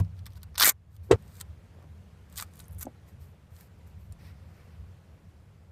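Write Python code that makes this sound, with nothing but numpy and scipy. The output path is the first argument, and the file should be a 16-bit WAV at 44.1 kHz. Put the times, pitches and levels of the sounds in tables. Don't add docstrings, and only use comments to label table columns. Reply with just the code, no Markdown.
import sys
import numpy as np
from scipy import signal
from scipy.fft import rfft, irfft
from scipy.io import wavfile
from scipy.ndimage import uniform_filter1d

SR = 44100
rng = np.random.default_rng(int(sys.argv[2]) if len(sys.argv) > 2 else 0)


def how_loud(loudness_db):
    steps = np.asarray(loudness_db, float) / 20
    return 10 ** steps


def store_pcm(level_fs):
    pcm = np.round(np.clip(level_fs, -1, 1) * 32767).astype(np.int16)
    wavfile.write(sys.argv[1], SR, np.atleast_2d(pcm).T)


N = 252156
CUT_S = 1.159

# [f/Hz, width/Hz]
TAPE_ZONES = [(1820, 1700), (4200, 2330), (7900, 3300), (12500, 3500)]
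# [loss per zone away from the brightest/dB, (trim of each zone/dB)]
SNAP_TONES = [
    (7, (-1, 3, -3, 5)),
    (5.5, (-3.5, 1, -3.5, 0.5)),
    (4.6, (-5.5, -1, 2, 3.5)),
    (8.7, (0.82, -1.63, -0.31, 0.73)),
    (5.2, (0.3, -0.91, 0.71, -0.3)),
]
# [t/s, peak level/dB, brightness 0-3, extra body/dB]
RIP_RELEASES = [(0.5759, -32, 0.79, -0.5), (0.5799, -16, 1.8, 0), (0.58, -15, 0.83, -1.5),
                (0.5923, -26.5, 1.5, 4), (0.5976, -15, 1, -0.5), (.599, -13, 1.2, 0), (.601, -10.5, 3, 0),
                (.606, -13.5, 2.9, 0.5), (0.609, -7, 0.83, -0.5), (0.6157, -15.5, 1.2, 4),
                (0.6189, -9, 1, 1.5), (0.6237, -12, 1.4, 0.5), (0.6264, -4.5, 1, -3.5),
                (0.6346, -5, 1, -4.5), (0.6393, -14, 1.5, 4.5), (.6456, -5, 3.5, 4),
                (0.6511, -14.5, 2.3, 6), (0.6555, -6, 2.7, 7), (0.6567, -9, 3, 1), (0.6652, -5, 2.8, 6),
                (0.6753, -6, 2.5, 3), (.682, -8, 2.82, 1), (.6898, -12.5, 3.2, -1),
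                (0.6904, -10, 1.9, -0.5), (0.6939, -9.5, 2.5, -2.5), (0.6967, -13.5, 2.7, 2.5),
                (.7013, -19, 2.2, -0.5)]
# [t/s, peak level/dB, brightness 0-3, extra body/dB]
PEEL_RELEASES = [(1.2245, -50, 2.3, 0), (1.2795, -51, 1.8, 0), (1.3441, -48, 1.7, -3),
                 (1.3542, -43.5, 1.6, 0.5), (1.3629, -57, 0.65, -3), (1.3679, -46, 2.1, 0),
                 (1.4012, -36, 1.8, 0), (1.4066, -37, 1.1, 2.5), (1.4104, -29.5, 1.3, 4.5),
                 (1.4126, -25.5, 1.87, 2.5), (1.826, -53, .1, -1), (2.2989, -52, 2.5, 0.5),
                 (2.3264, -42.5, 1.8, 0), (2.3399, -51, 2.6, -5), (2.3587, -36, 1.7, 1),
                 (2.3665, -35.5, 1.5, -5), (2.3711, -31.5, 1.5, -6), (2.3753, -29, 1.7, -1),
                 (2.3781, -24.5, 1.5, -6), (2.3805, -36, 1.6, 6), (2.3837, -26, 1.1, -8),
                 (2.3862, -27.5, 2.8, 8), (2.3924, -28.5, 0.98, 3), (2.3983, -40, .6, 19),
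                 (2.3999, -25.5, 1.1, -14), (2.41, -28, 2.5, 5), (2.4135, -34, 1.5, 2),
                 (2.4232, -34, 1.7, 8), (2.4248, -25, 2.14, 6.5)]
# [t/s, peak level/dB, brightness 0-3]
PRESS_RELEASES = [(2.537, -44, 2.2), (2.5464, -52, 2.4), (2.5533, -52, 2), (2.5562, -44, 2.5),
                  (2.558, -43.5, 2.7), (2.5704, -43, 2.5), (2.5781, -46, 1.8), (2.5927, -36, 2.6),
                  (2.6006, -37, 1), (2.604, -34.5, 2.2), (2.6236, -50, 2.4), (2.642, -53, 1.8),
                  (2.6554, -50, 2), (2.6822, -42.5, 3), (2.71, -48, 3), (2.7224, -48, 3), (2.7286, -48, 3),
                  (2.733, -44, 2.6), (2.748, -47, 2.9), (2.7827, -45, 2.8), (2.7854, -38.5, 2.7),
                  (2.79, -38, 2.8), (2.7955, -36, 3), (2.8016, -37, 2.7), (2.8079, -42, 2.4),
                  (2.8111, -28, 2.9), (2.8118, -35, 2.7), (2.816, -31.5, 2.1), (2.8186, -35, 2.5),
                  (2.823, -41, 2.5), (2.8262, -27, 2.3), (2.8293, -20.5, 2.7), (2.8302, -35, 2.7),
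                  (2.8553, -42, 2)]


def evened(x):
    return x / np.sqrt(np.mean(x ** 2) + 1e-20)


def read(points, hz):
    f, value = np.transpose(points)
    return np.interp(np.log(hz + 1), np.log(f + 1), value)


def zone(x, hz, width):
    edges = np.clip([hz - width / 2, hz + width / 2], 50, SR / 2 - 500)
    return signal.sosfilt(signal.butter(2, edges, "bandpass", fs=SR, output="sos"), x)


def tone(brightness, fall_db, trim_db):
    distance = abs(np.arange(4)[:, None] - brightness)
    return how_loud(np.array(trim_db)[:, None] - fall_db * np.minimum(distance, 2.3))


def arch(start, top, end, db, rise_db, fall_db, *rest):
    return [(start, db - rise_db, *rest), (top, db, *rest), (end, db - fall_db, *rest)]


def noise(spectrum, patchy_db, size):
    hz = np.fft.rfftfreq(size, 1 / SR)
    a, b, patches = rng.standard_normal((4 * N // size + 5, len(hz), 3)).T
    patches = uniform_filter1d(patches, size=8, axis=0)
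    patches = evened(uniform_filter1d(patches, size=10, axis=1))
    z = (a + 1j * b) * how_loud(read(spectrum, hz)[:, None] + patchy_db * patches)
    return evened(signal.istft(z, nperseg=size, noverlap=3 * size // 4)[1][:N])


def room(x, wet_db, gap_s):
    # [f/Hz, t60/s]
    echo_times = [(200, 0.088), (1000, 0.065), (4000, 0.033), (14000, 0.024)]
    t, out = np.arange(N) / SR, x.copy()
    for k in range(3):
        taps = np.zeros(8000)
        at = np.arange(40, 7900, 10) + rng.integers(0, 10, 786)
        taps[at] = rng.choice([-1., 1.], len(at))
        hz, s, z = signal.stft(taps, SR, nperseg=64)
        decay = how_loud(-60 * s / read(echo_times, hz)[:, None])
        tail = signal.istft(z * decay, SR, nperseg=64)[1]
        share = np.sqrt(2 / 3) * np.cos(2 * np.pi * (t / gap_s + k / 3))
        out += signal.oaconvolve(how_loud(wet_db) * x * share, tail / np.linalg.norm(tail))[:N]
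    return out


def snaps(rows, colour):
    scatter_s, scatter_db, softness = .001, -21.0, 0.33
    count, trains = 256, np.zeros((4, N + 256))
    t = np.arange(count) / SR
    s, db, brightness, *body_db = np.transpose(rows)
    levels = how_loud(db) * tone(brightness, *colour)
    levels[0] *= how_loud(sum(body_db))
    faint_db = np.clip(-30.5 - db, 0, 18)[:, None]
    fibres = rng.standard_normal((len(rows), count)) * np.exp(-t / scatter_s)
    fibres *= how_loud(scatter_db + softness * faint_db)
    fibres[:, 0] = 1
    fibres /= how_loud(softness * faint_db / 2)
    for at, gains, burst in zip(s, levels.T, fibres):
        trains[:, round(at * SR) - 4:][:, :count] += np.outer(gains, burst)
    rung = [zone(train[:N], hz, width) * SR / (2 * width) for train, (hz, width) in zip(trains, TAPE_ZONES)]
    return how_loud(-0.5) * sum(rung)


def crackle(strokes, colour, per_s, spread_db, smooth):
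    size = how_loud(spread_db * np.minimum(rng.exponential(1, N), 1.6))
    size *= rng.random(N) < per_s / SR
    drive = evened(size * rng.standard_normal(N)) + smooth * rng.standard_normal(N)
    t, out = np.arange(N) / SR, np.zeros(N)
    zones = np.array([evened(zone(drive, hz, width)) for hz, width in TAPE_ZONES])
    for rows in strokes:
        s, db, brightness = np.transpose(rows)
        on = slice(round(s[0] * SR), round(s[-1] * SR))
        level = signal.windows.tukey(len(t[on]), .08) * how_loud(np.interp(t[on], s, db))
        gains = tone(np.interp(t[on], s, brightness), *colour)
        out[on] += level * (gains * zones[:, on]).sum(0)
    return out


def knock(blows, modes, spread=0.038):
    t, out = np.arange(9000) / SR, np.zeros(N)
    for s, db, contact in blows:
        detune = 1 + spread * rng.uniform(-1, 1, len(modes))
        ring = np.zeros(len(t))
        for k, (hz, d, t60) in enumerate(modes):
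            ring += (-1) ** k * how_loud(d - 60 * t / t60) * np.sin(2 * np.pi * hz * detune[k] * t)
        push = np.exp(-t[:400] / contact) * t[:400]
        at = max(round(s * SR), 0)
        out[at:at + len(t)] -= how_loud(db) * np.convolve(ring, push / push.sum())[:len(t)]
    return out


def rattle(event, colour):
    s, db, rise, t60 = event
    t, hz = np.arange(4096) / SR, np.fft.rfftfreq(4096, 1 / SR)
    burst = evened(irfft(rfft(rng.standard_normal(4096)) * how_loud(read(colour, hz))))
    out = np.zeros(N)
    out[round(s * SR):][:4096] = burst * how_loud(db - 60 * t / t60) * np.minimum(t / rise, 1) ** 2
    return out


def background():
    # [f/Hz, level/dB per Hz]
    rumble_colour = [(11, -54.5), (25, -25.5), (48, -16.5), (65, -7), (84, 5), (100, -3.5), (119, -17),
                     (180, -39.5), (300, -120)]
    drone_colour = [(74, -31.5), (125, 0), (165, 1), (218, -7.5), (253, -18.5), (330, -17), (430, -48.5),
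                    (730, -120)]
    air_colour = [(150, -32), (250, -7.5), (373, -9), (468, -0.5), (538, -7), (2360, -18), (2620, -19),
                  (4340, -24.5), (14700, -33.5), (16000, -48.5)]
    # [t/s, level/dB]
    slow_level = [(.06, 0.5), (.534, -1), (.748, -7), (.954, -4.5), (1.1, -0.5), (1.17, 1), (1.46, 0),
                  (1.89, -0.5), (2.33, 0), (2.61, 0.75), (3.46, -2), (3.87, 0), (4.06, -1.5), (4.3, 0.4),
                  (4.61, 0.2), (5.07, -1), (5.72, -3)]
    # [cabin level/dB, bay level/dB, share of the slow level followed]
    layers = [
        (-44, -51.5, 1.1),
        (-56.5, -57, 1.5),
        (-65.5, -64, 1.189),
    ]
    # [t/s, extra level/dB, half length/s]
    rumble_swells = [(1.53, 4.5, 0.12), (2.341, 11.5, 0.022), (2.769, 11, 0.062), (3.219, 10.5, 0.062),
                     (3.529, 10.5, 0.021), (4.115, 10.5, 0.073), (4.821, 11, 0.038)]
    # [t/s, extra level/dB, half length/s]
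    drone_swell = (9.5, 4.6, 0.18)
    t = np.arange(N) / SR
    slow_db = np.interp(t, *np.transpose(slow_level))
    rumble_db, drone_db, air_db = (np.where(t < CUT_S, cabin, bay) + share * slow_db
                                   for cabin, bay, share in layers)
    for at, db, half in rumble_swells:
        rumble_db = rumble_db + db * np.exp(-((t - at) / half) ** 2)
    at, db, half = drone_swell
    drone_db = drone_db + db * np.exp(-((t - at) / half) ** 2)
    rumble = how_loud(rumble_db) * noise(rumble_colour, 0.98, size=4096)
    drone = how_loud(drone_db) * noise(drone_colour, 1.3, size=4096)
    return rumble + drone + how_loud(air_db) * noise(air_colour, 1.2, size=512)


def loose_tools():
    # [t/s, level/dB, rise/s, t60/s]
    jolt, clatter = [
        (.0001, -35.5, 0.00019, 0.044),
        (1.1108, -13, 0.002, 0.063),
    ]
    # [f/Hz, level/dB per Hz]
    jolt_colour = [(180, -36), (300, -19), (468, -18.5), (1120, -20), (1780, -33), (13100, -41.5),
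                   (15500, -35.5)]
    clatter_colour = [(650, -4), (1100, -6), (1640, -12), (2520, -13.5), (4590, -22), (5240, -26.5),
                      (7550, -23.5), (15500, -51.5)]
    return rattle(jolt, jolt_colour) + rattle(clatter, clatter_colour)


def door_panel():
    # [t/s, level/dB, contact/s]
    blows = [(.001, -33, 0.00022)]
    # [f/Hz, level/dB, t60/s]
    modes = [(222, 0, .14), (305, -7.5, 0.095)]
    return knock(blows, modes)


def seat_bumps():
    # [t/s, level/dB, contact/s]
    blows = [
        (.002, -12.5, 0.0005),
        (1.112, -24.5, 0.00058),
        (1.1295, -15, 0.00077),
    ]
    # [f/Hz, level/dB, t60/s]
    modes = [(98.6, 2, 0.14), (124, -4, 0.042), (159.3, -10.5, 0.2), (222, -24.5, 0.021)]
    return knock(blows, modes, 0.025)


def nail_picks():
    # [t/s, peak level/dB, brightness 0-3 = the zone that rings most]
    picks = [(.048, -50, 1.2), (.1673, -58, 1.1), (.192, -46.5, 1), (0.2577, -38, 1.8), (0.2657, -34, 2),
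             (.3048, -54, 1.8), (0.322, -54, 1), (.3338, -47, 1.6), (.3566, -48.5, 1.4),
             (0.3702, -51, 0.57), (0.377, -52, 1.7), (.419, -54, 0.9), (0.432, -32.5, 1.75),
             (0.5452, -44, 0.092), (0.5546, -35.5, 0.29), (.558, -33, 0.53), (0.9654, -45.5, 2.1)]
    return snaps(picks, SNAP_TONES[0])


def rubbing():
    # [start/s, strongest/s, end/s, level/dB, brightness 0-3]
    strokes = [(0.161, 0.194, 0.2, -64.5, 1.2), (0.257, 0.265, 0.28, -51, 1.1), (.3, 0.314, 0.37, -75, 2.1),
               (0.35, 0.375, 0.383, -58.5, 1.7), (0.435, 0.433, 0.44, -52, 1.6),
               (0.904, 0.968, 0.96, -66.5, 2.1), (1.026, 1.038, 1.13, -67, 2.4),
               (1.144, 1.161, 1.164, -61.5, 0.089), (1.177, 1.398, 1.43, -61, 2),
               (2.28, 2.347, 2.5, -64, 1.9), (2.44, 2.465, 2.6, -79, 1.8), (2.503, 2.604, 2.68, -63.5, 1.8),
               (2.675, 2.726, 2.84, -73, 2.4), (3.057, 3.088, 3.14, -66, 2.1),
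               (3.192, 3.215, 3.33, -64.5, 2.4), (3.499, 3.608, 3.685, -60.5, 2.2),
               (3.86, 3.87, 3.93, -68.5, 2.6), (3.975, 3.999, 4.15, -72, 2.5),
               (4.476, 4.546, 4.4, -67, 1.3), (4.33, 4.58, 4.95, -70.5, 0.17)]
    # [t/s, level/dB, brightness 0-3]
    sleeve = [(4.186, -69.5, 0.73), (4.197, -69, 0.72), (4.26, -63.5, 1), (4.31, -68, 0.67),
              (4.335, -78, 0.44)]
    # [loss per zone/dB, (trim of each zone/dB)]
    colour = (3.9, (6, 2, 0, 3.5))
    curves = [arch(*row[:4], 16, 15.5, row[4]) for row in strokes]
    return how_loud(-3.0) * crackle(curves + [sleeve], colour, 1500, 4.5, 1.4)


def rip_snaps():
    return snaps(RIP_RELEASES, SNAP_TONES[1])


def slump(db_per_s, most_db):
    t = np.arange(N) / SR
    times = np.sort([row[0] for row in RIP_RELEASES + PEEL_RELEASES + PRESS_RELEASES])
    since = t - times[np.maximum(np.searchsorted(times, t) - 1, 0)]
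    return how_loud(-np.clip(db_per_s * since, 0, most_db))


def pull_crackle():
    # [t/s, crackle level/dB, brightness 0-3]
    pulls = [
        [(.579, -25.5, 1.5), (.594, -39, 1.7), (.599, -36.5, 0.74), (.629, -19, 7.5), (.652, -26.5, 2.2),
         (.658, -21.5, 1.4), (.695, -22, 2.4), (.705, -42.5, 2.6), (.726, -41.5, 2.1)],
        [(2.357, -53, 1.9), (2.373, -61, 1.8), (2.379, -45.5, 1.5), (2.4, -46, 0.63), (2.43, -47, 1),
         (2.45, -55, 0.57)],
        [(2.78, -65, 3.1), (2.798, -70, 3.3), (2.811, -44.5, 4.4), (2.829, -46.5, 2.8), (2.836, -51, 3.8),
         (2.855, -57, 1.8)],
    ]
    # [loss per zone/dB, (trim of each zone/dB)]
    colour = (2.6, (-1, -2, 4, 3.5))
    return slump(900, 13) * crackle(pulls, colour, 3000, 3.6, 0.44)


def moving_peak(x):
    # [t/s, f/Hz, width/Hz, level/dB]
    paths = [
        [(.605, 1020, 500, -9), (.632, 1850, 517.8, 2), (.665, 1952, 650, 0), (.705, 2284, 501, -1)],
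        [(2.5, 10400, 2000, -3.5), (2.8, 9960, 2000, 8)],
        [(4.18, 2930, 1500, -2), (4.34, 2747, 1500, 1)],
    ]
    out = x.copy()
    for rows in paths:
        s, hz, width, db = np.transpose(rows)
        on = slice(round(s[0] * SR), round(s[-1] * SR))
        t = np.arange(N)[on] / SR
        turn = np.exp(2j * np.pi * np.cumsum(np.interp(t, s, hz)) / SR)
        r = np.exp(-np.pi * 1.5 * width.mean() / SR)
        smoothed = signal.lfilter([(1 - r) ** 2], [1, -2 * r, r * r], x[on] / turn)
        out[on] += how_loud(np.interp(t, s, db)) * 2 * (turn * smoothed).real
    return out


def strip_twang():
    # [t/s, level/dB, contact/s]
    releases = [(.6094, -19.5, .00004), (.6355, -25.5, .00004)]
    # [f/Hz, level/dB, t60/s]
    modes = [(1020, 0, 0.022), (1304, -4, .02)]
    return knock(releases, modes)


def drumming():
    # [start/s, strongest/s, end/s, level/dB]
    swells = [
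        (0.616, .69, .72, -41),
        (1.723, 1.847, 1.89, -54.5),
    ]
    t = np.arange(N) / SR
    tugs = rng.standard_normal(N) * (rng.random(N) < 600 / SR)
    level = np.zeros(N)
    for row in swells:
        curve = arch(*row, 9.5, 26)
        level += how_loud(np.interp(t, *np.transpose(curve), -120, -120))
    return how_loud(-7.5) * level * evened(zone(tugs, hz=520, width=650))


def roll_jerks():
    # [t/s, level/dB, contact/s]
    jerks = [(.6352, -25, .0001), (.6455, -31.5, 0.00017), (.656, -31, 0.00018), (.6648, -36, .0002),
             (.6747, -17, .00012), (.6905, -31.5, 0.00036)]
    # [f/Hz, level/dB, t60/s]
    modes = [(520, 1.5, 0.00702), (200, -10.5, .015)]
    return knock(jerks, modes)


def roll_thuds():
    # [t/s, level/dB, contact/s]
    blows = [
        (1.088, -51.5, .0001),
        (1.096, -42, 0.00013),
        (1.1035, -32.5, 0.000078),
        (1.1095, -8, 0.000099),
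        (1.1205, -29, 0.00012),
        (1.1272, -16.5, 0.0001),
    ]
    # [f/Hz, level/dB, t60/s]
    modes = [(411, 3, 0.044), (507.6, 1, 0.037), (355, -10, 0.05), (249.2, -17.5, 0.041),
             (660, -12.5, 0.04), (911, -10.5, 0.037), (1124, -19, .05), (1600, -18.5, 0.078),
             (1300, -20.5, .04)]
    return knock(blows, modes, 0.01685)


def peel_snaps():
    return snaps(PEEL_RELEASES, SNAP_TONES[2])


def corner_pop():
    # [t/s, level/dB, contact/s]
    pop = [(2.4236, -34, .00006)]
    # [f/Hz, level/dB, t60/s]
    modes = [(1220, 4, 0.017), (1725, 0, 0.016)]
    return knock(pop, modes)


def press_snaps():
    return snaps(PRESS_RELEASES, SNAP_TONES[3])


def metal_clasp():
    # [t/s, level/dB, contact/s]
    flicks = [(2.642, -53, .00001), (2.8549, -52, .00001)]
    # [f/Hz, level/dB, t60/s]
    modes = [(6450, 0.0057, 0.022)]
    return knock(flicks, modes)


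def hose_knocks():
    # [t/s, level/dB, contact/s]
    blows = [
        (2.851, -36.5, 0.00087),
        (2.8678, -39.5, 0.000057),
        (2.882, -52, 0.00021),
    ]
    # [f/Hz, level/dB, t60/s]
    modes = [(225, 3, 0.11), (320, 6.5, 0.038), (530, 3.5, 0.063), (723, 11, 0.014), (1040, -9, 0.036)]
    return knock(blows, modes)


def late_ticks():
    # [t/s, peak level/dB, brightness 0-3]
    ticks = [(3.089, -53, 2.7), (3.2213, -55, 3.9), (3.5652, -44.5, 1.7), (3.6024, -52, 3.5),
             (3.6097, -39, 2.9), (3.789, -61, 2.8), (3.874, -54, 2.7), (4.008, -60, 3.06),
             (4.067, -57.5, 2.6), (4.1133, -62, 2.9), (4.1236, -41.5, 2.4), (4.684, -63.5, 0.44)]
    return snaps(ticks, SNAP_TONES[4])


def pen_cap():
    # [t/s, level/dB, contact/s]
    touch = [(4.1234, -52.5, .00001)]
    # [f/Hz, level/dB, t60/s]
    modes = [(7280, -3.5, 0.037), (9280, -1, .04), (5620, -9, .02)]
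    return knock(touch, modes)


def scene():
    before = np.clip((CUT_S * SR - np.arange(N)) / 24, 0, 1)
    tape = nail_picks() + rubbing() + rip_snaps() + pull_crackle()
    tape += peel_snaps() + press_snaps() + late_ticks()
    wet_db = np.where(before > 0, -5, -7)
    tape = room(moving_peak(tape) + drumming(), wet_db, .07)
    tape[round(.7255 * SR):round(.8 * SR)] *= how_loud(-8)

    cabin = room(roll_thuds() + loose_tools(), -10.5, .11) + seat_bumps()
    cabin = signal.sosfilt(signal.butter(2, 54, "highpass", fs=SR, output="sos"), cabin * before)
    hose = room(hose_knocks(), -11.0, 0.095)
    small = door_panel() + strip_twang() + roll_jerks() + corner_pop() + metal_clasp() + pen_cap()
    return (background() + tape + cabin + hose + small)[None]


def top_cut(x):
    return signal.sosfilt(signal.butter(12, 16330, fs=SR, output="sos"), x)


def record(dry):
    ceiling = .8
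    rounded = ceiling * np.tanh(dry / ceiling)
    dull = signal.oaconvolve(rounded, signal.firwin(63, 15400, fs=SR)[None], "same")
    return top_cut(dull)


dry = scene()
out = record(dry)
store_pcm(out)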